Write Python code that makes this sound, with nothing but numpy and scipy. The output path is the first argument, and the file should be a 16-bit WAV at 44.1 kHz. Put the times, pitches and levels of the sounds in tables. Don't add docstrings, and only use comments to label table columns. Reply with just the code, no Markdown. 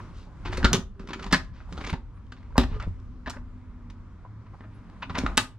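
import sys
import numpy as np
from scipy import signal
from scipy.fft import rfft, irfft, next_fast_len
from scipy.io import wavfile
from scipy.ndimage import uniform_filter1d

SR = 44100
rng = np.random.default_rng(int(sys.argv[2]) if len(sys.argv) > 2 else 0)


def inscribe(sig):
    pcm = np.round(np.clip(np.atleast_2d(sig).T, -1, 1) * 32767)
    wavfile.write(sys.argv[1], SR, pcm.astype(np.int16))


def field_ratio(decibels):
    return 10 ** (np.asarray(decibels, dtype=float) / 20)


N = 246127
TIME_S = np.arange(N) / SR
STRIKE_S = np.arange(8192) / SR
STRIKE_HZ = np.fft.rfftfreq(8192, 1 / SR)
OPPOSED = np.array([[1], [-1]])


def unit(x):
    return x / np.sqrt(np.mean(x ** 2) + 1e-30)


def decay(t, t60_s):
    return np.exp(-np.log(1000) * t / t60_s)


def ring(f, hz, width_hz):
    return 1j * f * width_hz / (hz ** 2 - f ** 2 + 1j * f * width_hz)


def band(x, hz, width_hz):
    size = next_fast_len(x.shape[-1])
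    response = ring(np.fft.rfftfreq(size, 1 / SR), hz, width_hz)
    return irfft(rfft(x, size) * response, size)[..., :x.shape[-1]]


def walk(rate_hz):
    k = int(SR / rate_hz)
    held = np.repeat(rng.standard_normal(N // k + 1), k)
    return 1.3 * uniform_filter1d(uniform_filter1d(held, k), k)[:N]


def add(track, s, sound):
    i = int(s * SR)
    track[i:i + len(sound)] += sound[:N - i]


def cabin():
    # (frequency [Hz], density [dB per Hz])
    spectrum = [(25, -0.5), (50, -1.5), (100, -8), (140, -11.5), (190, -9.5), (280, -16.5), (400, -25.5),
                (700, -31), (850, -31), (1000, -25), (1400, -29.5), (2600, -47), (4500, -53.5), (7000, -60),
                (9500, -64.5), (11000, -70), (14000, -74)]
    # (time [s], sway [dB], handling [dB])
    motion = [(0, -3.5, 15.5), (.29, -3.5, 5.5), (.66, 13.5, 16), (.84, 2.5, -8), (1.06, -3, 7),
              (1.25, -5, 18), (1.4, 2, 0), (1.62, -2, 4), (1.85, 1, 19.5), (1.98, -1.5, 2), (2.35, -7, 4.5),
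              (2.75, 10.5, 5.5), (3.0, 1, 3.5), (4.4, -10, 6), (5.07, -7, 10.5), (5.24, 4.5, 18),
              (5.4, -4, 11.5), (5.58, -8.5, -1)]
    # (rest level [dB], share of sway [1], share of handling [1])
    air = [(-39, 0.85, 0.0), (-55.5, 0.18, 0.73), (-66, 0.17, .95), (-78, 0.4, 1.34)]
    still_db = (-62, -66, -70, -77)
    motion_s, sway, handling = np.transpose(motion)
    sway_db = np.interp(TIME_S, motion_s, sway)
    hand_db = np.interp(TIME_S, motion_s, handling)

    size = next_fast_len(N)
    octaves = np.log2(np.fft.rfftfreq(size, 1 / SR) + 1)
    spectrum_hz, density_db = np.transpose(spectrum)
    colour = field_ratio(np.interp(octaves, np.log2(spectrum_hz), density_db, -40, -90))
    parts = [0, 0, 0, 0]
    for hz in 28 * 2 ** np.arange(0, 9.1, 1 / 3):
        third = np.cos(np.clip(1.5 * np.pi * (octaves - np.log2(hz)), -np.pi / 2, np.pi / 2))
        mid, side = irfft(rfft(rng.standard_normal((2, size))) * colour * third, size)[:, :N]
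        apart = np.clip(max(.22 - hz / 1500, 0) + 0.054 + hz / 7000, 0, 1)
        k = int(hz > 140) + int(hz > 460) + int(hz > 1800)
        flicker = field_ratio(1.1 * walk(10))
        parts[k] = parts[k] + flicker * (mid + apart * side * OPPOSED)

    out = 0
    for part, floor_db, (rest_db, sway_share, hand_share) in zip(parts, still_db, air):
        stirred_db = rest_db + sway_share * sway_db + hand_share * hand_db
        out = out + unit(part) * np.hypot(field_ratio(stirred_db), field_ratio(floor_db))
    return out


def hum():
    # (start [s], end [s], frequency [Hz], level [dB])
    tones = [(0, 0.287, 95.5, -44.5), (0, 0.193, 361, -59.5), (0.402, 0.69, 95.7, -37.5),
             (0.483, 0.772, 368, -41.5), (0.976, 1.295, 386.4, -49), (1.093, 1.35, 243, -65),
             (2.102, 2.895, 99.35, -49.5), (2.205, 2.795, 248.3, -56), (2.95, 4.105, 244.6, -49.5),
             (3.319, 4.173, 89.5, -44), (4.27, 4.426, 104.6, -37.5), (4.448, 4.834, 102.2, -41.5),
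             (5.024, 5.28, 103.4, -45), (5.025, 5.302, 253.3, -41.5), (5.378, 5.6, 104, -40),
             (2.71, 2.78, 1006, -50.5), (2.752, 2.787, 1200, -47), (2.734, 2.792, 417, -43),
             (4.1, 4.996, 255, -61.5), (0.792, 0.934, 200, -49.5)]
    out = 0
    for start, end, hz, db in tones:
        swell_s = max(0.04, .15 * (end - start))
        swell = np.clip(np.minimum(TIME_S - start, end - TIME_S) / swell_s + .5, 0, 1)
        phase = 2 * np.pi * np.cumsum(hz * (1 + .025 * walk(30))) / SR
        out = out + swell * field_ratio(db + 2.8 * walk(30)) * np.sin(phase)
    return out


def whine():
    # (frequency [Hz], level [dB])
    lines = [(9700, -100), (12100, -102)]
    return sum(field_ratio(db) * np.sin(2 * np.pi * hz * TIME_S) for hz, db in lines)


def latch(hz, ring_db, soft_db_per_khz, rise_s, t60_s):
    # (frequency [Hz], width [Hz], level over the broad body [dB])
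    modes = [(1020, 96, -2), (1400, 290, -8.5), (1770, 170, -8), (2510, 170, -9.5), (2970, 218, -11.5),
             (3580, 240, -8.5), (4540, 1600, -5), (5900, 2700, -4), (6922, 260, -11)]
    t, f = STRIKE_S, STRIKE_HZ
    fade = decay(t, max(t60_s, .005)) * (1 - np.exp(-t / max(rise_s, 1e-4))) ** 2
    fade = fade * (1 + np.exp(-t / 0.00076))
    bounces = fade * rng.standard_normal(len(t)) * field_ratio(2.5 * rng.exponential(size=len(t)))
    clumps = uniform_filter1d(np.repeat(rng.standard_normal(64), 128), 64)
    bounces = bounces * field_ratio(3.0 / (1 + (rise_s / .02) ** 2) * clumps)

    body = 1 + field_ratio(ring_db) * ring(f, hz, .17 * hz)
    for mode_hz, width_hz, db in modes:
        scatter_db = 2.2 * rng.standard_normal()
        body = body + field_ratio(db + scatter_db) * ring(f, mode_hz, width_hz)
    softness = np.exp(-soft_db_per_khz * np.log(10) / 20 * f / 1000)
    radiation = (1j * f / (800 + 1j * f)) ** 2
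    end_fade = np.cos(np.pi / 2 * (t / t[-1]) ** 4)
    sound = (irfft(rfft(bounces) * body * softness * radiation) * end_fade)[:-64]
    return sound / np.abs(sound).max()


def rubs():
    # (start [s], peak [dB], loudest ring [Hz], softness [dB per kHz], t60 [s])
    fridge = [(0.0, -32, 1200, 13.5, 0.015), (0.125, -46, 3970, 2.5, 0.34), (0.239, -47.5, 880, 21, 0.27),
              (.447, -27, 920, 5, 0.088), (0.474, -32.5, 1970, 6, 0.45), (0.516, -32, 1400, 3, 0.088),
              (0.59, -31.5, 1680, 19, 0.15), (.67, -27, 1260, 16, 0.36), (.714, -27, 1400, 18, 0.024),
              (1.13, -23.5, 1330, 5, 0.037), (1.308, -23.5, 970, 4.5, 0.037), (1.43, -57, 2130, 2.5, 0.2),
              (1.52, -45.5, 1400, 4.5, 0.3), (1.681, -52, 1320, 1.5, 0.18), (1.806, -31, 1090, 5.5, 0.038),
              (1.861, -25, 1230, 3.5, 0.059), (1.889, -22.5, 2500, 4.5, 0.05)]
    # (start [s], peak [dB], loudest ring [Hz], softness [dB per kHz], t60 [s])
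    freezer = [(2.656, -45.5, 1010, 4, 0.28), (2.7, -40, 1120, 7, 0.16), (2.74, -39.5, 1210, 6, 0.065),
               (2.796, -34, 2200, 9.5, 0.12), (2.815, -35, 1290, 7, 0.069), (2.828, -39, 1800, 20, 0.06),
               (3.325, -37.5, 1680, 12.5, 0.092), (3.362, -34, 1720, 9, 0.037),
               (4.459, -45.5, 1104, 7, 0.05), (4.499, -56.5, 4740, 2, 0.41), (4.7, -51.5, 5420, 6, 0.25),
               (4.531, -42, 943, 18.5, 0.053), (4.633, -43, 1730, 9.5, 0.046),
               (5.018, -24, 2660, 6.5, 0.051), (5.141, -21, 1490, 6.5, 0.11), (5.159, -23, 1910, 15, 0.11),
               (5.205, -33.5, 2070, 15, 0.32), (5.285, -37.5, 1088, -12, .05)]
    out = np.zeros(N)
    for s, peak_db, hz, soft_db, t60_s in fridge + freezer:
        add(out, s, field_ratio(peak_db) * latch(hz, -1, soft_db, .17 * t60_s, t60_s))
    return out


def panel(hz, width_hz, push_s=0.00055):
    # (frequency [Hz], width [Hz], level [dB])
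    modes = [(200, 160, -11.5), (253, 15, 2), (372.6, 32, 1), (450, 21, -1), (540.3, 9, 1.5),
             (736, 49, -25.5)]
    response = field_ratio(5.5) * ring(STRIKE_HZ, hz, max(width_hz, 5))
    response = response + sum(field_ratio(db) * ring(STRIKE_HZ, m, w) for m, w, db in modes)
    push = STRIKE_S * np.exp(-STRIKE_S / push_s)
    knock = irfft(rfft(push) * response)
    return knock / np.abs(knock).max()


def knocks():
    # (time [s], peak [dB], loudest ring [Hz])
    events = [(0.457, -29, 300), (0.58, -22.5, 525), (0.63, -24, 258), (0.647, -8, 230.4),
              (0.732, -16.5, 187.6), (0.745, -14.5, 223), (0.779, -21.5, 190), (0.999, -30.5, 221),
              (1.087, -36, 218), (1.105, -28, 310), (1.263, -33.5, 190), (1.3302, -14, 188.4),
              (1.35, -19.5, 171.5), (1.723, -29.5, 172), (1.774, -42, 215), (1.79, -34, 327),
              (1.816, -34, 423), (1.852, -38, 303), (1.875, -29, 450), (1.901, -33, 350), (.5, -31, 298),
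              (0.541, -30.5, 420), (1.041, -36, 326), (1.159, -35, 309), (1.21, -36.5, 424),
              (1.942, -26, 240), (2.322, -40, 250), (2.581, -4.5, 253), (2.61, -23, 253),
              (2.868, -31.5, 170), (3.276, -29, 249), (3.364, -37, 253), (4.607, -36.5, 234),
              (5.099, -30.5, 164), (5.148, -31, 168), (5.185, -19, 260), (5.236, -18, 246),
              (5.29, -30, 358), (5.376, -17, 253)]
    out = np.zeros(N)
    for s, peak_db, hz in events:
        add(out, s, field_ratio(peak_db) * panel(hz, width_hz=25))
    return out


def ticks():
    # (time [s], peak [dB], loudest ring [Hz], softness [dB per kHz])
    events = [(0.4574, -24.5, 2430, 11), (0.5275, -24, 2020, 8.5), (.5316, -38.5, 1180, 2),
              (0.63, -34.5, 3000, 8), (0.6482, -9, 1980, 3), (0.7307, -3, 6100, 0.6),
              (0.7357, -14, 3100, 6), (.745, -19.5, 4000, 4), (1.077, -48, 5500, 9), (1.091, -45, 5800, -1),
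              (1.1333, -29.5, 1430, 1.5), (1.229, -34, 3000, 2.5), (1.3278, -9.5, 1780, 5.5),
              (1.3373, -15, 4200, 1.5), (1.3463, -16.5, 1090, 6), (1.4475, -45.5, 2200, 3),
              (1.6029, -39.5, 1400, 8), (1.611, -43, 2030, 12), (1.691, -41.5, 950, 15.5),
              (1.8122, -30.5, 2500, 6), (1.848, -28, 2200, 2.5), (1.872, -28, 6730, 4),
              (1.8935, -27, 3775, 5), (1.9027, -27.5, 2310, 1), (1.9288, -28, 2000, 3),
              (2.4295, -48, 2180, 7), (2.6093, -26, 3600, 8), (2.6389, -22, 2340, 9.5),
              (2.695, -50, 8500, -3), (2.825, -36, 2300, 3), (2.835, -40, 2005, 6), (3.275, -38, 5030, 2),
              (3.361, -46, 5000, 4), (3.0, -53, 1150, 2), (4.899, -48.5, 3300, 3.5), (4.608, -41, 2010, 8),
              (4.6391, -41, 1704, 8.5), (5.0235, -41, 2530, 5.5), (5.153, -22.5, 1990, 5.5),
              (5.175, -27, 2000, 5), (5.214, -32, 2300, 7), (5.236, -41, 3000, 3), (5.297, -30, 2540, 14),
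              (5.3762, -2, 2606, 0.5), (5.3877, -14, 1820, 7.5), (5.3985, -18.5, 3530, 4.5),
              (5.4305, -32, 3470, -1)]
    ring_db, rise_s, t60_s = 8.5, 0.00033, .014
    out = np.zeros(N)
    for s, peak_db, hz, soft_db in events:
        add(out, s, field_ratio(peak_db) * latch(hz, ring_db, soft_db, rise_s, t60_s))
    return out


def clicks():
    # (time [s], peak [dB], loudest ring [Hz], softness [dB per kHz], rattle t60 [s])
    fridge = [(0.571, -23.5, 1533, 2, 0.061), (0.6289, -20, 1500, 5.5, 0.035), (0.644, -8, 1410, 4, 0.066),
              (0.733, -9.5, 3330, 2, .09), (0.747, -18, 1180, 8, 0.076), (0.994, -36, 1342, 3.5, 0.18),
              (1.072, -33.5, 1253, 3, 0.11), (1.087, -30, 1050, 4.5, 0.074),
              (1.105, -30.5, 1010, 5.5, 0.15), (1.193, -29, 1450, 4.5, 0.053), (1.223, -33, 980, 4, 0.099),
              (1.242, -26, 804, 3.5, 0.026), (1.263, -29, 1020, 3.5, 0.077), (1.3272, -4.5, 1700, 3, 0.095),
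              (1.325, -8, 4950, 0.5, 0.036), (1.725, -28, 1150, 2.5, 0.045), (1.771, -34, 3800, 3, 0.069),
              (1.776, -28, 1350, 21, 0.075), (1.839, -26, 2150, 6.5, 0.066), (1.931, -25.5, 880, 6, 0.086),
              (2.171, -48.5, 1098, 7.5, 0.052), (2.265, -57.5, 3020, 2, 0.037)]
    # (time [s], peak [dB], loudest ring [Hz], softness [dB per kHz], rattle t60 [s])
    freezer = [(2.32, -32, 1358, 3.5, 0.047), (2.365, -45, 965, 5, 0.2), (2.428, -51, 1080, 4.5, 0.033),
               (2.524, -46, 1310, 7, 0.036), (2.556, -27.5, 1020, 14, 0.12), (2.568, -40, 4300, 1.5, 0.046),
               (2.583, -15.5, 3670, 4.5, 0.14), (2.5792, -6.5, 4100, 0, 0.01),
               (2.5794, -4.5, 1056, 6.5, 0.019), (2.882, -52.5, 2990, 0.5, 0.026),
               (2.634, -26, 1020, 4, 0.037), (2.798, -26, 1316, 4, 0.047), (3.26, -25.5, 1750, 6, 0.081),
               (3.272, -23.5, 650, 7, 0.087), (3.297, -24.5, 984, 1.5, 0.052), (3.9, -40, 1012, 2.5, 0.038),
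               (4.25, -38, 1020, 17.5, 0.051), (4.606, -38.5, 1760, 9, 0.16),
               (4.897, -43.5, 1700, 9, 0.026), (5.096, -28, 1097, 6, 0.12), (5.181, -17.5, 630, 2, 0.058),
               (5.263, -11, 1280, 5, 0.029), (5.3717, -9, 7900, 1.5, 0.02), (5.3755, -4, 1095, 3.5, 0.071)]
    clean_ring_db, loss_db_per_doubling, clean_t60_s = 8.5, 0.5, 0.055
    out = np.zeros(N)
    for s, peak_db, hz, soft_db, t60_s in fridge + freezer:
        doublings = np.log2(max(t60_s, .005) / clean_t60_s)
        ring_db = min(clean_ring_db - loss_db_per_doubling * doublings, 19)
        add(out, s, field_ratio(peak_db) * latch(hz, ring_db, soft_db, 0.00068, t60_s))
    return out


def thuds():
    # (time [s], peak [dB], frequency [Hz], t60 [s])
    events = [(0.573, -30, 67.5, 0.16), (0.641, -6.5, 55.6, 0.16), (0.718, -18.5, 120.5, 0.19),
              (0.791, -27, 64.6, 0.077), (1.263, -32.5, 47.6, 0.96), (1.32, -20, 167, 0.091),
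              (1.928, -22, 61, 0.07), (2.579, -10, 55.7, 0.22), (2.639, -14.5, 54, 0.22),
              (2.716, -25, 82.5, 0.22), (2.756, -25.5, 101, 0.2), (2.805, -33, 61, 0.23),
              (2.875, -20.5, 92, 0.18), (3.261, -27.5, 51.1, 0.14), (5.102, -26, 85.5, 0.14),
              (5.187, -21, 57, 0.12), (5.24, -19, 53, 0.16), (5.291, -26, 37.2, 0.31)]
    out, t = np.zeros(N), np.arange(SR // 2) / SR
    for s, peak_db, hz, t60_s in events:
        phase = 2 * np.pi * hz * (t + 0.51 * 0.018 * (1 - np.exp(-t / 0.0013)))
        fade = decay(t, max(t60_s, .02)) * (1 - np.exp(-t / 0.003))
        add(out, s, field_ratio(peak_db) * np.sin(phase) * fade)
    return out


def taps():
    # (time [s], peak [dB], frequency [Hz], width [Hz])
    events = [(.5791, -21.2, 527, 42), (.6481, -21.2, 201, 51), (0.7381, -13.2, 398, 58),
              (0.7511, -22.2, 328, 121), (1.1331, -25.2, 1401, 161), (1.3271, -18.2, 263, 26),
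              (1.3291, -16.2, 1240, 61), (1.3351, -20.2, 1001, 81), (1.9031, -34.2, 860, 91),
              (2.1721, -46.2, 1050, 151), (2.5061, -44.2, 1000, 71), (2.5561, -34.2, 523, 36),
              (2.5811, -15.2, 990, 71), (2.7001, -41.2, 378, 79), (2.7641, -32.2, 480, 68),
              (2.8031, -31.2, 1291, 53), (3.3311, -37.2, 1721, 101), (3.3701, -36.2, 585, 59),
              (3.3851, -42.2, 1100, 60), (4.2481, -37.2, 1003, 65), (4.5351, -47.2, 914, 117),
              (4.6111, -43.2, 1750, 121), (4.6451, -47.2, 636, 26), (5.0261, -24.7, 1001, 55),
              (5.2501, -19.2, 256, 39), (5.3781, -12.2, 1101, 111)]
    out = np.zeros(N)
    for s, peak_db, hz, width_hz in events:
        fade = np.exp(-np.pi * width_hz * STRIKE_S) * (1 - np.exp(-STRIKE_S / 0.0012))
        add(out, s, field_ratio(peak_db) * np.sin(2 * np.pi * hz * STRIKE_S) * fade)
    return out


def tugs():
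    # (time [s], peak [dB], length [s], push 1 or pull -1 [sign])
    events = [
        (.655, -15, .009, -1),
        (1.3278, -11, .0028, -1),
        (1.9262, -17.5, .0065, 1),
        (1.9348, -15.5, .0052, -1),
        (1.9388, -22, .004, 1),
        (2.8695, -21, .007, -1),
    ]
    out = np.zeros(N)
    for s, peak_db, length_s, sign in events:
        add(out, s, sign * field_ratio(peak_db) * np.hanning(int(length_s * SR)))
    return out


def squeaks():
    # (time [s], frequency [Hz], level [dB])
    glides = [
        [(2.14, 10300, -79.5), (2.17, 9150, -79.5), (2.19, 9200, -86)],
        [(4.49, 11300, -91), (4.53, 12200, -90.5), (4.57, 12150, -85), (4.65, 12500, -92.5),
         (4.72, 13360, -96.5), (4.77, 13200, -89), (4.84, 10800, -93)],
        [(4.745, 10100, -69), (4.76, 10200, -69), (4.78, 9800, -76.5), (4.8, 9100, -87.5)],
    ]
    out = np.zeros(N)
    for rows in glides:
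        s, hz, db = np.transpose(rows)
        level_db = np.interp(TIME_S, s, db, -200, -200) + 3.6 * walk(48)
        phase = 2 * np.pi * np.cumsum(np.interp(TIME_S, s, hz)) / SR
        out += field_ratio(level_db) * np.sin(phase)
    return out


def room(x, wet_db=-10.0):
    # (frequency [Hz], t60 [s])
    decays = [(125, 0.28), (500, 0.25), (1200, 0.11), (2800, 0.069), (6000, 0.19), (12000, 0.036)]
    alike = .05
    t = np.arange(SR // 2) / SR
    tail = 0
    for hz, t60_s in decays:
        mid, side = band(rng.standard_normal((2, len(t))), hz, 2.2 * hz) / np.sqrt(hz)
        apart = np.clip((1 - alike) * (hz / 2000) ** 0.89, 0, 1)
        tail = tail + np.sqrt(hz) * decay(t, t60_s) * (mid + apart * side * OPPOSED)
    tail = tail * (1 - np.exp(-t / 0.0055))
    tail = field_ratio(wet_db) * tail / np.sqrt(np.sum(tail ** 2) / 2)
    return signal.fftconvolve(x[None], tail, axes=1)[:, :N]


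def scene():
    near = rubs() + knocks() + ticks() + clicks() + taps()
    slabs = thuds() + tugs()
    aside = 0.13 * signal.hilbert(band(near, 650, 500)).imag * OPPOSED
    wrapped = 0.18 * np.roll(slabs, 150) * OPPOSED
    return near + aside + room(near) + slabs + wrapped + hum() + cabin() + squeaks() + whine()


def low_pass(x):
    return signal.sosfilt(signal.butter(12, 16500, fs=SR, output="sos"), x)


def record(dry):
    # (frequency [Hz], left minus right [dB])
    balance = [(60, 0), (600, -0.5), (2500, 3), (5000, -.5), (9000, -1), (13000, -8.5)]
    turn_rad, turn_hz, top_hz = 1.6, 5000, 15300
    f = np.fft.rfftfreq(N, 1 / SR)
    hz, db = np.transpose(balance)
    left = field_ratio(np.interp(f, hz, db) / 2) * np.exp(-.5j * turn_rad * np.tanh(f / turn_hz))
    capsule = 1 / (1 + (f / 11000) ** 4)
    ports = irfft(rfft(dry) * capsule * np.array([left, 1 / left]), N)
    rounded = np.tanh(1.057 * ports) / 1.196
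    mix = signal.sosfilt(signal.butter(8, top_hz, fs=SR, output="sos"), rounded)
    return low_pass(mix)


dry = scene()
out = record(dry)
inscribe(out)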